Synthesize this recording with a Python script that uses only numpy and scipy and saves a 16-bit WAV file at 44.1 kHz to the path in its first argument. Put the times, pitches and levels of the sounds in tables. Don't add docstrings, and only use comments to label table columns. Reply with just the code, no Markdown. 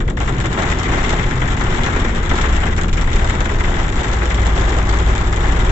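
import sys
import numpy as np
from scipy import signal
from scipy.fft import rfft, irfft, next_fast_len
from scipy.io import wavfile
from scipy.ndimage import uniform_filter1d, map_coordinates

SR = 44100
rng = np.random.default_rng(int(sys.argv[2]) if len(sys.argv) > 2 else 0)


def log_audio(samples):
    frames = np.atleast_2d(samples).T
    limited = np.clip(frames, -1, 1)
    pcm = np.round(limited * 32767).astype(np.int16)
    wavfile.write(sys.argv[1], SR, pcm)


N = 251811
TOP_HZ = 7900


def amp(db):
    return 10 ** (np.asarray(db) / 20)


def unit(x):
    return x / np.sqrt(np.mean(np.abs(x) ** 2) + 1e-20)


def along(points, hz):
    point_hz, values = np.transpose(points)
    return np.interp(np.log(hz + 1), np.log(point_hz + 1), values)


def curve(points):
    seconds, values = np.transpose(points)
    return np.interp(np.arange(N) / SR, seconds, values)


def wobble(rate):
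    knots = rng.standard_normal(int(N * rate / SR) + 4)
    return map_coordinates(knots, [np.arange(N) * rate / SR])


def filtered(x, response):
    size = next_fast_len(N + SR // 2)
    spectrum = rfft(x, size)
    return irfft(spectrum * response(np.fft.rfftfreq(size, 1 / SR)), size)[..., :N]


def causal(gain):
    cepstrum = irfft(np.log(np.maximum(gain, 1e-6)))
    half = cepstrum.shape[-1] // 2
    fold = np.r_[1, np.full(half - 1, 2), np.zeros(half)]
    return np.exp(rfft(cepstrum * fold))


def stereo(pair, alike):
    def mid_side_gains(hz):
        turn = np.arccos(np.clip(along(alike, hz), -1, 1)) / 2
        return np.array([np.cos(turn), np.sin(turn)])
    mid, side = filtered(pair, mid_side_gains)
    return np.array([mid + side, mid - side])


# frequency in Hz, coherence from 0 to 1.
ROAD_ALIKE = [(50, 1), (150, 0.96), (300, 0.84), (600, 0.38), (2000, 0.18)]


def rumble(spectrum, evenness):
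    noise = stereo(rng.standard_normal((2, N)), ROAD_ALIKE)
    noise = filtered(noise, lambda hz: amp(along(spectrum, hz) - 120 * (hz > TOP_HZ)))
    power = uniform_filter1d(np.mean(unit(noise) ** 2, axis=0), SR // 8)
    power = np.abs(power) + 1e-3
    return unit(noise / power ** (evenness / 2))


# frequency in Hz, relative level in dB.
SHAKE_COLOUR = [(8, -18), (17, -8), (25, -2.5), (33, -5.5), (42, -5), (52, -11), (65, -12.5), (100, -44),
                (400, -120)]
BOOM_COLOUR = [(35, -33), (55, 2.5), (75, -4), (95, -0.5), (120, 0.5), (145, -6.5), (170, -7), (260, -38.5),
               (1000, -120)]
ROAR_COLOUR = [(110, -25.5), (165, 1.5), (230, 0), (290, -3), (380, -5), (500, -9.5), (800, -27),
               (2000, -35), (7500, -58)]
# time in seconds, level in dB before a fixed trim.
BUMPS = [(0, -20), (.6, -24.5), (1, -20.5), (2.2, -20), (2.8, -20), (3.22, -13.5), (3.4, -20.5), (3.6, -17),
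         (4.1, -22), (4.37, -26), (4.65, -18.5), (4.9, -21.5), (5.6, -17.5)]
# time in seconds, pitch in Hz.
SPEED = [(0, 86.7), (.8, 87.1), (1.6, 85.94), (2.2, 81.5), (2.8, 77.2), (3.7, 73.96), (4.35, 72.08),
         (5.0, 71.45), (5.71, 69.86)]
BOOM_DB, BOOM_DB_PER_OCTAVE = -24, 3.5
ROAR_DB, ROAR_DB_PER_OCTAVE = -27.5, 9.5


def road():
    speed = curve(SPEED)
    octaves = np.log2(speed / speed[0])
    boom_db = BOOM_DB + BOOM_DB_PER_OCTAVE * octaves
    roar_db = ROAR_DB + ROAR_DB_PER_OCTAVE * octaves
    shake = amp(curve(BUMPS) + 1.6) * rumble(SHAKE_COLOUR, evenness=0.67)
    boom = amp(boom_db) * rumble(BOOM_COLOUR, evenness=0.64)
    roar = amp(roar_db) * rumble(ROAR_COLOUR, evenness=0.24)
    return shake + boom + roar


# multiple of the tyre drone, hold start in seconds, hold end in seconds,
# level in dB before waver and stereo lean, slope of swell and fade in dB per second.
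HUMS = [(.77, 4.27, 5.71, -18, 63), (.75, 2.48, 2.62, -18, 72), (1, 0.61, 2.2, -29.5, 7.5),
        (1, 2.75, 3.74, -26.5, 19.5), (1, 4.4, 5.2, -27.5, 31.5), (1.372, 3.95, 6.9, -29, 10.5),
        (1.485, 0.21, 0.4, -25.5, 47), (1.468, 1.4, 1.55, -25, 48), (1.96, 0.52, 1.1, -32.5, 22),
        (2.3, 4.7, 6.5, -35, 24), (2.8, 1.76, 2.4, -32.5, 41.5), (2.87, 3.1, 3, -37.5, 4.5),
        (2.15, 2.5, 2.9, -30, 32.5), (5.3, 4.7, 5.7, -43, 31)]


def hums(waver_db, slip_rad):
    t = np.arange(N) / SR
    drone_phase = 2 * np.pi * np.cumsum(curve(SPEED)) / SR
    out = np.zeros(N)
    for multiple, start, end, db, slope in HUMS:
        swell_db = -slope * np.abs(t - np.clip(t, start, end))
        level = amp(db + swell_db + waver_db * wobble(11.0))
        phase = multiple * drone_phase + slip_rad * wobble(5.4)
        out += level * np.sqrt(2) * np.sin(phase)
    return out


# frequency in Hz, time to fall 60 dB in seconds.
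CABIN = [(300, 0.34), (800, 0.18), (2000, 0.093), (7000, 0.075)]
# frequency in Hz, coherence from 0 to 1.
PANEL_ALIKE = [(250, 0.92), (550, 1), (1200, 0.2), (1700, 0.31), (3500, 0.051), (7000, 0.046)]


def strikes(s, db, snap_db, swell_s, colour_db, scatter, count=26):
    t = np.arange(SR // 7) / SR
    spots = rng.integers(count, size=len(s))
    at = np.clip(np.round(s * SR).astype(int), 0, N - 1)
    hz, age, bands = signal.stft(rng.standard_normal((count, 2, len(t))), SR, nperseg=128)
    uneven = uniform_filter1d(rng.standard_normal((count, 1, len(hz), 1)), 2, axis=2)
    colour = amp(colour_db * unit(uneven))
    fade = amp(-60 * age / along(CABIN, hz)[:, None])
    ring = signal.istft(bands * colour * fade, SR, nperseg=128)[1][..., :len(t)]
    density = uniform_filter1d(rng.standard_normal((count, 1, len(t))), size=130, axis=2)
    clumps = np.exp(scatter * unit(density))
    answers = ring * clumps * (1 - np.exp(-t / swell_s))
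    answers[..., 0] += amp(snap_db) * rng.standard_normal((count, 2))
    out = np.zeros((2, N))
    for spot, answer in enumerate(answers):
        here = spots == spot
        strength = np.sqrt(np.mean(answer[:, t < .012] ** 2))
        blows = np.bincount(at[here], amp(db[here]), N)
        out += signal.oaconvolve(blows[None], answer / strength, axes=1)[:, :N]
    return stereo(out, PANEL_ALIKE)


# frequency in Hz, relative left level in dB, relative right in dB.
PANEL = [(387, -4.5, -5), (462, -12, -12.5), (560, -8, -12), (630, -12.5, -7), (750, -8, -8.5),
         (784, -4, -6.5), (930, -5, -6.5), (1200, -4, -7.5), (1360, -2, -9), (2014, -0.2, -10.5),
         (2534, -9, -18.5), (3550, -14.5, -24.5), (4670, -34.5, -28), (5600, -31.5, -28), (6590, -32, -25),
         (7490, -26.5, -14.5)]


def radiate(x, low_hz, high_hz, steep):
    def response(hz):
        panel_hz, left, right = np.transpose(PANEL)
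        colour = amp([along(np.c_[panel_hz, left], hz), along(np.c_[panel_hz, right], hz)])
        low_cut = 1 + (low_hz / (hz + 1)) ** steep
        high_cut = 1 + (hz / high_hz) ** 24
        band = 1 / np.sqrt(low_cut * high_cut)
        delay = np.array([[13], [0]]) / SR
        return causal(unit(colour * band)) * np.exp(-2j * np.pi * hz * delay)
    return filtered(x, response)


PATH_SPREAD_S = .0004


def cracks(stones, t60, gain_db, growth, splash_db):
    t = np.arange(SR // 100) / SR
    s, knock_db, tick_db = np.transpose(stones)
    db = tick_db + growth * np.clip(tick_db - knock_db + 4.5, -12, 8) + gain_db
    bursts = rng.standard_normal((len(s), 2, len(t))) * amp(-60 * t / t60)
    bursts *= amp(splash_db) / np.linalg.norm(bursts, axis=2, keepdims=True)
    bursts[..., 0] = 1
    bursts *= (amp(db) / np.linalg.norm(bursts, axis=(1, 2)))[:, None, None]
    arrival = s[:, None] + PATH_SPREAD_S * rng.uniform(0, 1, (len(s), 2))
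    first = np.maximum(np.round(arrival * SR).astype(int), 0)
    at = first[..., None] + np.arange(len(t))
    pair = [np.bincount(at[:, ear].ravel(), bursts[:, ear].ravel(), N)[:N] for ear in range(2)]
    return radiate(np.array(pair), low_hz=3520, high_hz=8900, steep=4.7)


# time in seconds, level in dB before the offsets of each kind of blow.
RAIN = [(0, -40.5), (.165, -47.5), (.19, -28.5), (.36, -30), (.44, -32), (.51, -29.5), (.59, -21.5),
        (.78, -29.5), (.95, -21.5), (1.15, -25), (1.38, -29.5), (1.48, -24.5), (1.58, -32.5), (1.66, -25.5),
        (1.87, -25.5), (2.04, -26.5), (2.28, -30.5), (2.34, -28), (2.54, -26.5), (2.6, -30), (2.71, -26.5),
        (2.755, -35), (2.81, -30.5), (2.9, -40.5), (2.99, -25), (3.045, -36.5), (3.12, -26), (3.55, -29),
        (3.8, -25.5), (3.9, -31.5), (3.97, -27.5), (4.4, -27.5), (4.51, -25.5), (4.555, -29), (4.6, -26),
        (4.75, -25), (4.85, -27.5), (5.1, -26.5), (5.3, -29.5), (5.4, -25), (5.46, -25), (5.7, -26.5)]
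KNOCK_TOP_DB, TICK_TOP_DB = -28.5, -36


def shower(count, knock_db, tick_db, spread_db, hardness_db):
    slots = (np.arange(count) + rng.uniform(0, 2, count)) % count
    s = slots / count * N / SR
    size, hardness = np.clip(rng.standard_normal((2, count)), -1.7, 1.7)
    db = np.interp(s, *np.transpose(RAIN)) + spread_db * size
    knock = np.minimum(db + knock_db, KNOCK_TOP_DB)
    tick = np.minimum(db + tick_db + hardness_db * hardness, TICK_TOP_DB)
    return np.c_[s, knock, tick]


def spray(count, start_s, length_s, knock_db, tick_db, spread_db):
    s = start_s + length_s * rng.uniform(0, 1, count)
    db = knock_db + spread_db * rng.standard_normal(count)
    return np.c_[s, db, db + tick_db]


# start in seconds, panel knock in dB, glass tick in dB.
HAIL = [(.004, -27, -36.5), (.078, -28, -40), (.1, -30.5, -37), (.17, -24.5, -35.5), (.203, -22.5, -33.5),
        (.276, -23.5, -34), (.382, -26.5, -35.5), (.402, -27, -29), (.44, -24.5, -40.5), (.449, -24.5, -39),
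        (.458, -30.5, -30.5), (.529, -28.5, -29), (.575, -20.5, -39), (.62, -25.5, -30.5),
        (.634, -24, -39.5), (.701, -31, -30.5), (.717, -23, -28), (.788, -24.5, -28), (.831, -28, -30),
        (.855, -22, -38), (.933, -24, -33), (1.04, -22.5, -30), (1.093, -22.5, -26.5), (1.127, -20.5, -31),
        (1.189, -24.5, -35), (1.232, -24.5, -34.5), (1.308, -25.5, -36), (1.358, -34, -42.5),
        (1.416, -22, -34), (1.479, -29, -41), (1.595, -26, -37), (1.608, -22, -30), (1.724, -26, -37),
        (1.747, -27, -33.5), (1.782, -21.5, -38), (1.835, -28, -29), (1.863, -21.5, -28),
        (1.96, -21.5, -35.5), (2.0, -26, -30.5), (2.044, -24, -33.5), (2.149, -30, -32),
        (2.258, -28.5, -35), (2.294, -25, -30), (2.312, -18, -35), (2.356, -31, -31), (2.38, -24.5, -30),
        (2.413, -27.5, -28.5), (2.435, -20.5, -35.5), (2.566, -29, -29.5), (2.604, -34, -33.5),
        (2.631, -20.5, -36), (2.655, -26, -31.5), (2.666, -24, -38), (2.765, -31, -34), (2.78, -22.5, -32),
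        (2.813, -28.5, -30), (2.835, -23.5, -33), (2.882, -28, -34.5), (2.929, -28, -30),
        (2.972, -24, -32.5), (3.012, -27, -30), (3.073, -25.5, -34), (3.131, -28, -30), (3.158, -24, -29),
        (3.193, -33, -37), (3.245, -26.5, -30), (3.275, -33, -33.5), (3.298, -26.5, -27),
        (3.352, -37, -34.5), (3.389, -29, -43), (3.405, -21.5, -28), (3.455, -25.5, -31),
        (3.492, -26, -35.5), (3.6, -23, -37), (3.638, -23.5, -32.5), (3.754, -28, -38), (3.891, -32, -34.5),
        (3.925, -29.5, -35.5), (3.958, -27.5, -30), (3.988, -27.5, -43), (4.033, -26.5, -30.5),
        (4.082, -27.5, -32.5), (4.133, -28.5, -31), (4.218, -23, -44), (4.256, -30, -30.5),
        (4.305, -23, -31.5), (4.345, -34.5, -30.5), (4.381, -27.5, -43), (4.45, -28, -35),
        (4.468, -28, -31), (4.563, -31.5, -37.5), (4.578, -23.5, -28.5), (4.611, -25, -30),
        (4.651, -28.5, -34), (4.678, -28.5, -41), (4.693, -27.5, -31), (4.786, -28, -32.5),
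        (4.892, -27, -28.5), (4.926, -23.5, -32.5), (4.988, -28, -32.5), (5.152, -26.5, -30.5),
        (5.18, -34, -34), (5.213, -26, -34.5), (5.272, -32.5, -34.5), (5.327, -27.5, -34),
        (5.361, -35.5, -32.5), (5.44, -24, -35.5), (5.52, -26, -32.5), (5.601, -26, -30.5)]
# time in seconds, balance in dB.
ROOF = [(0, 0.5), (1, 1), (2.4, -1.5), (3.4, 1.5), (4.6, 3.5), (5.7, 4)]


def downpour():
    pellets = shower(count=150, knock_db=-3.5, tick_db=-9.5, spread_db=4.0, hardness_db=2.0)
    drops = shower(count=520, knock_db=-5.5, tick_db=-14.0, spread_db=3.5, hardness_db=3.0)
    fine = shower(count=3500, knock_db=-16, tick_db=-26.0, spread_db=5.5, hardness_db=0.5)
    volley = spray(count=40, start_s=2.3, length_s=.25, knock_db=-36, tick_db=-6.5, spread_db=1.5)
    s, knock_db, tick_db = np.vstack([HAIL, pellets, drops, fine, volley]).T
    knocks = strikes(s, knock_db, snap_db=5.0, swell_s=0.0018, colour_db=2.5, scatter=0.29)
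    ticks = strikes(s, tick_db, snap_db=16.5, swell_s=0.00089, colour_db=3.0, scatter=0.39)
    body = radiate(knocks, low_hz=306, high_hz=4030, steep=8.27)
    roof = filtered(body, lambda hz: 1 / (1 + (hz / 1150) ** 4))
    bright = body - roof
    balance_db = curve(ROOF)
    glass = radiate(ticks, low_hz=3840, high_hz=7010, steep=8.75)
    glass += cracks(HAIL, t60=0.004, gain_db=26.5, growth=0.7, splash_db=-5)
    glass += cracks(pellets, t60=0.0051, gain_db=24.0, growth=0.45, splash_db=3.5)
    glass += cracks(drops, t60=0.0018, gain_db=25.0, growth=0.4, splash_db=-6.5)
    return amp(balance_db / 2) * roof + amp(-balance_db / 2) * bright + glass


def scene():
    lean = amp([[.45], [-.45]])
    rain_and_hail = downpour()
    driving = road() + hums(waver_db=0.7, slip_rad=.1)
    return rain_and_hail + driving * lean


def record(dry):
    rounded = dry / (1 + np.abs(dry / .85) ** 8) ** (1 / 8)
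    edge = [(TOP_HZ - 300, 0), (TOP_HZ, -10), (TOP_HZ + 400, -31),
            (TOP_HZ + 1400, -45), (TOP_HZ + 3500, -85)]
    return filtered(rounded, lambda hz: amp(along(edge, hz)))


dry = scene()
out = record(dry)
log_audio(out)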